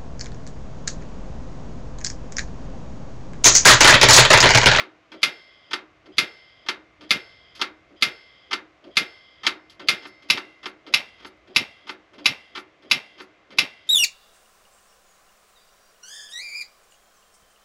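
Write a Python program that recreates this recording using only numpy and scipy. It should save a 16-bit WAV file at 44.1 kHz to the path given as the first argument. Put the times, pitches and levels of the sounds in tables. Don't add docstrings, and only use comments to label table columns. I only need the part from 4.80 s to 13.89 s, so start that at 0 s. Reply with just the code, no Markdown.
import sys
import numpy as np
from scipy import signal
from scipy.fft import rfft, irfft, next_fast_len
from scipy.io import wavfile

SR = 44100
rng = np.random.default_rng(int(sys.argv[2]) if len(sys.argv) > 2 else 0)


def wav_record(signal):
    frames = np.transpose(np.atleast_2d(signal))
    bounded = np.clip(frames, -1, 1)
    quanta = np.round(bounded * 32767).astype(np.int16)
    wavfile.write(sys.argv[1], SR, quanta)


N = 400869

# frequency in Hz, relative density in dB per Hz.
AIR_SPECTRUM = [(25, -31.5), (60, -16), (120, -10.5), (230, -13.5), (320, -8.5), (450, -10), (680, -5.5),
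                (900, -15.5), (1100, -8), (1600, -13), (2300, -11.5), (4000, -23.5), (6600, -31.5),
                (9000, -47), (14200, -56)]
# time in seconds, relative level in dB.
RUMBLE_LEVEL = [(0.0, -80), (0.91, -78), (1.34, -65), (1.54, -75.5), (2.51, -67), (3.87, -75),
                (4.93, -70.5), (5.57, -76), (6.38, -71), (7.21, -75), (7.44, -74), (8.61, -80), (9.09, -75)]
# time at the stop in seconds, relative force in dB,
# relative wire guard level in dB, scrape length in seconds, relative scrape level in dB.
RETURNS = [(-.022, -5.5, -19.5, 0.021, -15), (.9322, -7, -28, .023, -14.5),
           (1.886, -5.5, -12.5, 0.023, -16), (2.814, -4.5, -15, 0.02, -14.5),
           (3.7302, -6.5, -22.5, .021, -11), (4.666, -1, -10, 0.033, -12.5),
           (5.253, -27, -14.5, 0.031, -24), (5.574, -14, -4.5, 0.018, -25),
           (5.857, -15.5, -9, 0.027, -19.5), (6.447, -26, -17, 0.064, -31), (7.0929, -17, -13, 0.023, -18),
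           (7.773, -20, -3, 0.023, -15.5), (8.4013, -25.5, -31, 0.022, -26)]
# time in seconds, relative tick level in dB,
# push on the body in dB.
CATCHES = [(0.318, -19.5, -44), (1.258, -30.5, -46.5), (2.209, -22.5, -47), (2.751, -23.5, -63),
           (3.095, -48, -52.5), (4.041, -29, -44.5), (4.897, -28.5, -67), (4.995, -21, -43),
           (5.423, -29.5, -54.5), (6.065, -21.5, -44.5), (6.674, -34.5, -48.5), (7.334, -32, -49),
           (7.382, -25, -45.5), (8.023, -32.5, -50), (8.705, -24.5, -47.5), (9.07, -34, -62)]
# time in seconds, relative jolt of the heater in dB.
SNAPS = [(0.4304, -6), (1.382, -0.5), (2.3066, 2.5), (3.2231, -1.5), (4.169, 0.5), (5.0854, -1.5),
         (5.5003, -1), (6.1381, -13.5), (6.761, 2), (7.4572, 0.5), (8.112, -2.5), (8.7851, 0.5)]
# relative force in dB, brightness in dB per octave,
# relative wire guard level in dB, gas level in dB.
FACINGS = [(0.7, -1, 0.6, -59), (1.3, -0.4, 2, -62)]
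# frequency in Hz, t60 in seconds, relative level in dB.
HOLLOW_MODES = [(209, 0.24, -9.5), (295.7, 0.22, -4), (307.2, 0.2, -4), (312, 0.82, -16.5),
                (372.8, 0.23, -1), (573, 0.043, -7.5)]
# frequency in Hz, t60 in seconds, relative level in dB under the hammer,
# the same once turned, the same under the returning button.
SHELL_MODES = [(1196, 0.09, -27, -26, -28), (1350, 0.16, -30, -45, -30), (1399, 0.16, -31, -35, -29),
               (1514, 0.09, -31, -28, -29), (1812, 0.09, -34, -37, -25), (2079, 0.16, -23, -23, -32),
               (2111, 0.16, -16, -21, -23), (2313, 0.09, -30, -21, -25), (2396, 0.21, -26, -27, -39),
               (2461, 0.09, -18, -23, -31), (2552, 0.16, -23, -32, -32), (2611, 0.09, -21, -12, -33),
               (2643, 0.21, -35, -24, -44), (2705, 0.09, -19, -19, -30), (2793, 0.09, -21, -20, -30),
               (2950, 0.09, -21, -27, -32), (3116, 0.09, -29, -21, -27), (3330, 0.09, -20, -26, -27),
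               (3507, 0.09, -20, -21, -29), (3622, 0.09, -22, -27, -25), (3736, 0.21, -26, -33, -35),
               (3888, 0.09, -22, -17, -28), (4316, 0.09, -22, -34, -30), (4500, 0.09, -23, -26, -25),
               (4709, 0.09, -20, -28, -33), (4836, 0.09, -16, -22, -35), (4936, 0.09, -25, -21, -34),
               (5065, 0.09, -29, -23, -36), (5276, 0.09, -36, -20, -34), (5404, 0.09, -40, -21, -40)]
# frequency in Hz, t60 in seconds, relative level in dB,
# the same once turned.
GUARD_MODES = [(1523, 1.2, -60, -64), (1615, 1.3, -60, -66), (1997, 1.3, -55, -55), (2035, 1.2, -54, -55),
               (2089, 1.9, -48, -57), (2105, .6, -51, -48), (2153, 1.1, -52, -57), (2327, .6, -56, -52),
               (2654, .45, -54, -49), (2730, .55, -48, -43), (2781, .45, -50, -41), (3252, 1.2, -60, -63),
               (3510, .3, -48, -44), (3741, 1.1, -60, -62), (4150, .8, -56, -68), (4565, 1.1, -55, -73),
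               (4603, .5, -50, -68), (4743, .45, -58, -52), (5195, .95, -49, -66), (5500, .22, -52, -36),
               (6298, .25, -58, -50), (6912, .45, -61, -64), (7865, .45, -67, -68), (8350, .45, -69, -68),
               (10430, .5, -70, -86), (10570, .5, -76, -70), (11200, .4, -70, -68)]
# frequency in Hz, t60 in seconds,
# relative density in dB per Hz under the hammer, the same once turned, the same under the button.
CASING_BANDS = [(60, 0.059, -31, -34.5, -36.5), (182, 0.27, -28, -19, -25.5),
                (354.4, 0.46, -17.5, -26.5, -15.5), (615, 0.4, -19.5, -19, -21.5),
                (1050, 0.26, -17, -15, -13), (1490, 0.3, -11.5, -18, -12), (2300, 0.21, -7.5, -6, -11.5),
                (3520, 0.18, -5, -6.5, -12), (5000, 0.14, -6, -8.5, -13), (6210, 0.14, -14, -15, -21.5),
                (8220, 0.13, -22.5, -26, -30.5), (9030, 0.14, -27.5, -30.5, -40.5),
                (10840, 0.11, -14.5, -15, -25), (14940, 0.19, -45, -48, -65)]
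# frequency in Hz, relative density in dB per Hz.
JOLT_SPECTRUM = [(30, -36.5), (75, -15.5), (130, 0), (200, 1.5), (320, 2), (480, -10.5), (900, -37),
                 (2000, -76.5)]
# frequency in Hz, half width in Hz, relative level in dB.
PILOT_MODES = [(1964, 50, -3), (3240, 170, 1.5), (3520, 430, -13), (4930, 68, -11), (4900, 180, -8)]
# frequency in Hz, level in dB relative to the common sound.
SIDE_SPECTRUM = [(40, -24.5), (150, -32), (500, -34.5), (2000, -52.5), (4000, -45), (7000, -25),
                 (10500, -12.5), (13000, -10)]

AIR_DB = -60
TURNED_AT_S = 5.4
HOME_S = 0.051
GAS_LEAD_S = 0.066
CATCH_S, PUSH_LAG_S, PUSH_S = 0.024, 0.04, 0.053
FIRM_PUSH_DB, FIRM_SLOPE_DB, DULLING_PER_DB = -48.5, -2.5, 0.35
SCRAPE_SLOPE_DB = -3.5
HARDENING_PER_DB = 0.22
KNOCK_SHARE = 0.35
RASP_DB, RASP_SLOPE_DB, RASP_LAG_S, RASP_S = -32, 9.5, 0.014, 0.012
GUARD_SLOPE_DB = -6
EDGE_HZ = 14100


def amp(db):
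    return 10 ** (np.asarray(db) / 20)


def unit(x):
    return x / np.sqrt(np.mean(x ** 2) + 1e-20)


def add(mix, at_s, sound):
    start = round(at_s * SR)
    sound = sound[max(-start, 0):]
    part = mix[max(start, 0):][:len(sound)]
    part += sound[:len(part)]


def colour(x, hz, db):
    f = np.fft.rfftfreq(len(x), 1 / SR)
    gain = amp(np.interp(np.log(f + 1), np.log(hz), db))
    return irfft(rfft(x) * gain, len(x))


def brighten(x, slope_db):
    hz = np.array([600, 12000])
    return colour(x, hz, slope_db * np.log2(hz / 2800))


def ring(modes, column, length_s, rise_s=0.00098):
    t = np.arange(int(length_s * SR)) / SR
    total = np.zeros(len(t))
    for hz, t60_s, *levels_db in modes:
        decay = amp(levels_db[column] - 60 * t / t60_s)
        total += decay * np.sin(2 * np.pi * (hz * t + rng.random()))
    return total * (1 - np.exp(-t / rise_s))


def clatter(column, crack_db, crack_s, tent_db, tent_t60_s,
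            crack_hz=3800, treble_lag_s=0.0024, lumps_db=1.5):
    t = np.arange(SR) / SR
    hz, t60_s, *levels_db = np.transpose(CASING_BANDS)
    noise = rfft(colour(rng.standard_normal(SR), hz, levels_db[column]))
    log_f = np.log(np.arange(len(noise)) + 1)
    out = np.zeros(SR)
    for centre_hz, band_t60_s, share in zip(hz, t60_s, np.eye(len(hz))):
        band = irfft(noise * np.interp(log_f, np.log(hz), share), SR)
        tail_db = tent_db - 9 * max(np.log2(centre_hz / 4000), 0)
        fade = np.hypot(amp(-60 * t / band_t60_s), amp(tail_db - 60 * t / tent_t60_s))
        crack_gain = amp(crack_db - 3.2 * abs(np.log2(centre_hz / crack_hz)))
        crack = crack_gain * np.exp(-(t / crack_s) ** 2)
        rise_s = 1 / centre_hz + treble_lag_s * (centre_hz > 7000)
        out += band * (fade + crack) * (1 - np.exp(-t / rise_s))
    lumps = np.interp(t, np.linspace(0, 1, 500), rng.standard_normal(500))
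    return out * amp(lumps_db * lumps)


def swell(x, length_s):
    t = (np.arange(len(x)) - len(x) / 2) / SR
    bell = np.exp(-2 * (t / length_s) ** 2)
    burst = x * bell
    return burst / np.sqrt(np.sum(burst ** 2) / np.sum(bell ** 2))


def night(rumble_db=2):
    size = next_fast_len(N)
    air = unit(colour(rng.standard_normal(size), *np.transpose(AIR_SPECTRUM)))[:N]
    low_noise = colour(rng.standard_normal(size), hz=[25, 58, 120, 300, 900],
                       db=[-22.0, 2.5, -3.5, -17.5, -67.5])
    level_db = np.interp(np.arange(N) / SR, *np.transpose(RUMBLE_LEVEL))
    rumble = unit(low_noise)[:N] * amp(level_db)
    return amp(AIR_DB) * air + amp(rumble_db) * rumble


def slide(tick, length_s, slope_db, rub=0.13, first=0.32, grains_per_s=600):
    t = np.arange(SR // 4) / SR
    chance, size = rng.random(len(t)), rng.standard_normal(len(t))
    slips = rub * size * (chance < grains_per_s / SR)
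    slips *= np.exp(-(t / length_s) ** 2 / 2)
    slips[0] = first
    return brighten(signal.fftconvolve(tick, slips)[:SR], slope_db)


def button(guards, shell_db=3, casing_db=-4.0, knock_db=-30, change=0.4, damping_db_per_s=170):
    out, t = np.zeros(N), np.arange(SR) / SR

    def casing():
        return clatter(column=2, crack_db=6.5, crack_s=0.011, tent_db=-28.5, tent_t60_s=0.42)

    shell = ring(SHELL_MODES, column=2, length_s=1)
    clack = amp(shell_db) * shell + amp(casing_db) * casing()
    knock = amp(knock_db) * ring(HOLLOW_MODES, column=0, length_s=1, rise_s=0.02)
    tick = clack * amp(-damping_db_per_s * t)
    for s, db, push_db in CATCHES:
        slope_db = FIRM_SLOPE_DB - DULLING_PER_DB * (push_db - FIRM_PUSH_DB)
        add(out, s, amp(db) * slide(tick, CATCH_S, slope_db))
    for s, db, guard_db, scrape_s, scrape_db in RETURNS:
        scrape = slide(tick, scrape_s, SCRAPE_SLOPE_DB, rub=0.19, first=0.25)
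        add(out, s - scrape_s, amp(scrape_db) * scrape)
        landing = brighten(clack + change * casing(), HARDENING_PER_DB * db)
        add(out, s, amp(db) * landing + amp(KNOCK_SHARE * db) * knock)
        guard = brighten(guards[int(s > TURNED_AT_S)], GUARD_SLOPE_DB)
        add(out, s, amp(db + guard_db) * guard)
        add(out, s + RASP_LAG_S, amp(RASP_DB) * slide(tick, RASP_S, RASP_SLOPE_DB))
    return out


def pushes(easing_db=-56, easing_lead_s=0.015, easing_s=0.043):
    out, f = np.zeros(N), np.fft.rfftfreq(SR // 2, 1 / SR)
    half_s = 1 / 4
    body = sum(amp(db) / (1 + ((f - hz) * t60_s / 5.1) ** 2) for hz, t60_s, db in HOLLOW_MODES)

    def stir(length_s):
        return swell(irfft(rfft(rng.standard_normal(SR // 2)) * body), length_s)

    for s, _, push_db in CATCHES:
        add(out, s + PUSH_LAG_S - half_s, amp(push_db) * stir(PUSH_S))
    for s, *_ in RETURNS:
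        add(out, s - easing_lead_s - half_s, amp(easing_db) * stir(easing_s))
    return out


def gas(opening_s=0.01, waver_db=0.5, waver_s=0.082):
    size, t = next_fast_len(N), np.arange(N) / SR
    f = np.fft.rfftfreq(size, 1 / SR)
    power = sum(amp(db) ** 2 / (1 + ((f - hz) / width_hz) ** 2) ** 2 for hz, width_hz, db in PILOT_MODES)
    jet = unit(irfft(rfft(rng.standard_normal(size)) * np.sqrt(power), size))[:N]
    flow = np.zeros(N)
    for s, _ in SNAPS:
        *_, gas_db = FACINGS[int(s > TURNED_AT_S)]
        shut_s = min((back_s for back_s, *_ in RETURNS if back_s > s), default=N / SR)
        inside_s = np.minimum(t - s + GAS_LEAD_S, shut_s - t)
        flow += amp(gas_db) * np.clip(inside_s / opening_s, 0, 1)
    waver = np.interp(t / waver_s, np.arange(1000), rng.standard_normal(1000))
    return jet * flow * amp(waver_db * waver)


def jolt(length_s):
    return swell(colour(rng.standard_normal(SR // 2), *np.transpose(JOLT_SPECTRUM)), length_s)


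def snaps(guards, shell_db=-1.0, casing_db=-4.5, lead_db=-29, lead_s=0.014, swell_s=0.0038,
          recoil_db=-36, recoil_s=0.008, home_db=-38, change=0.22):
    out = np.zeros(N)
    half_s = 1 / 4
    swelling = 1 - np.exp(-np.arange(SR) / SR / swell_s)

    def casing(column):
        return clatter(column, crack_db=-3, crack_s=0.0082, tent_db=-31, tent_t60_s=0.86)

    blows = []
    for column in range(2):
        shell = ring(SHELL_MODES, column, 1)
        blows.append(amp(shell_db) * shell + amp(casing_db) * casing(column))
    for s, jolt_db in SNAPS:
        pose = int(s > TURNED_AT_S)
        db, slope_db, guard_db, _ = FACINGS[pose]
        fresh = casing(pose)
        lead_in = brighten(fresh, slope_db=-2.0) * swelling
        add(out, s - lead_s, amp(db + lead_db) * lead_in)
        add(out, s, amp(db) * brighten(blows[pose] + change * fresh, slope_db))
        add(out, s, amp(db + guard_db) * guards[pose])
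        add(out, s + recoil_s - half_s, amp(jolt_db + recoil_db) * jolt(0.013))
        add(out, s + HOME_S - half_s, amp(jolt_db + home_db) * jolt(0.024))
    return out


def sides(x, scatter_s=0.002):
    t = np.arange(SR // 50) / SR
    taps = rng.standard_normal(len(t)) * np.exp(-t / scatter_s)
    scattered = signal.oaconvolve(x, taps / np.linalg.norm(taps))[:N]
    padded = np.pad(scattered, (0, next_fast_len(N) - N))
    side = colour(padded, *np.transpose(SIDE_SPECTRUM))[:N]
    return np.array([x + side, x - side])


def scene():
    guards = [ring(GUARD_MODES, column, 1.8) for column in range(2)]
    return sides(night() + button(guards) + pushes() + gas() + snaps(guards))


def record(dry):
    rounded = dry / (1 + (dry / 1.05) ** 8) ** (1 / 8)
    lowpass = signal.firwin(127, EDGE_HZ, window=("kaiser", 9), fs=SR)
    return signal.oaconvolve(rounded, lowpass[None], "same")


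dry = scene()
out = record(dry)
wav_record(out)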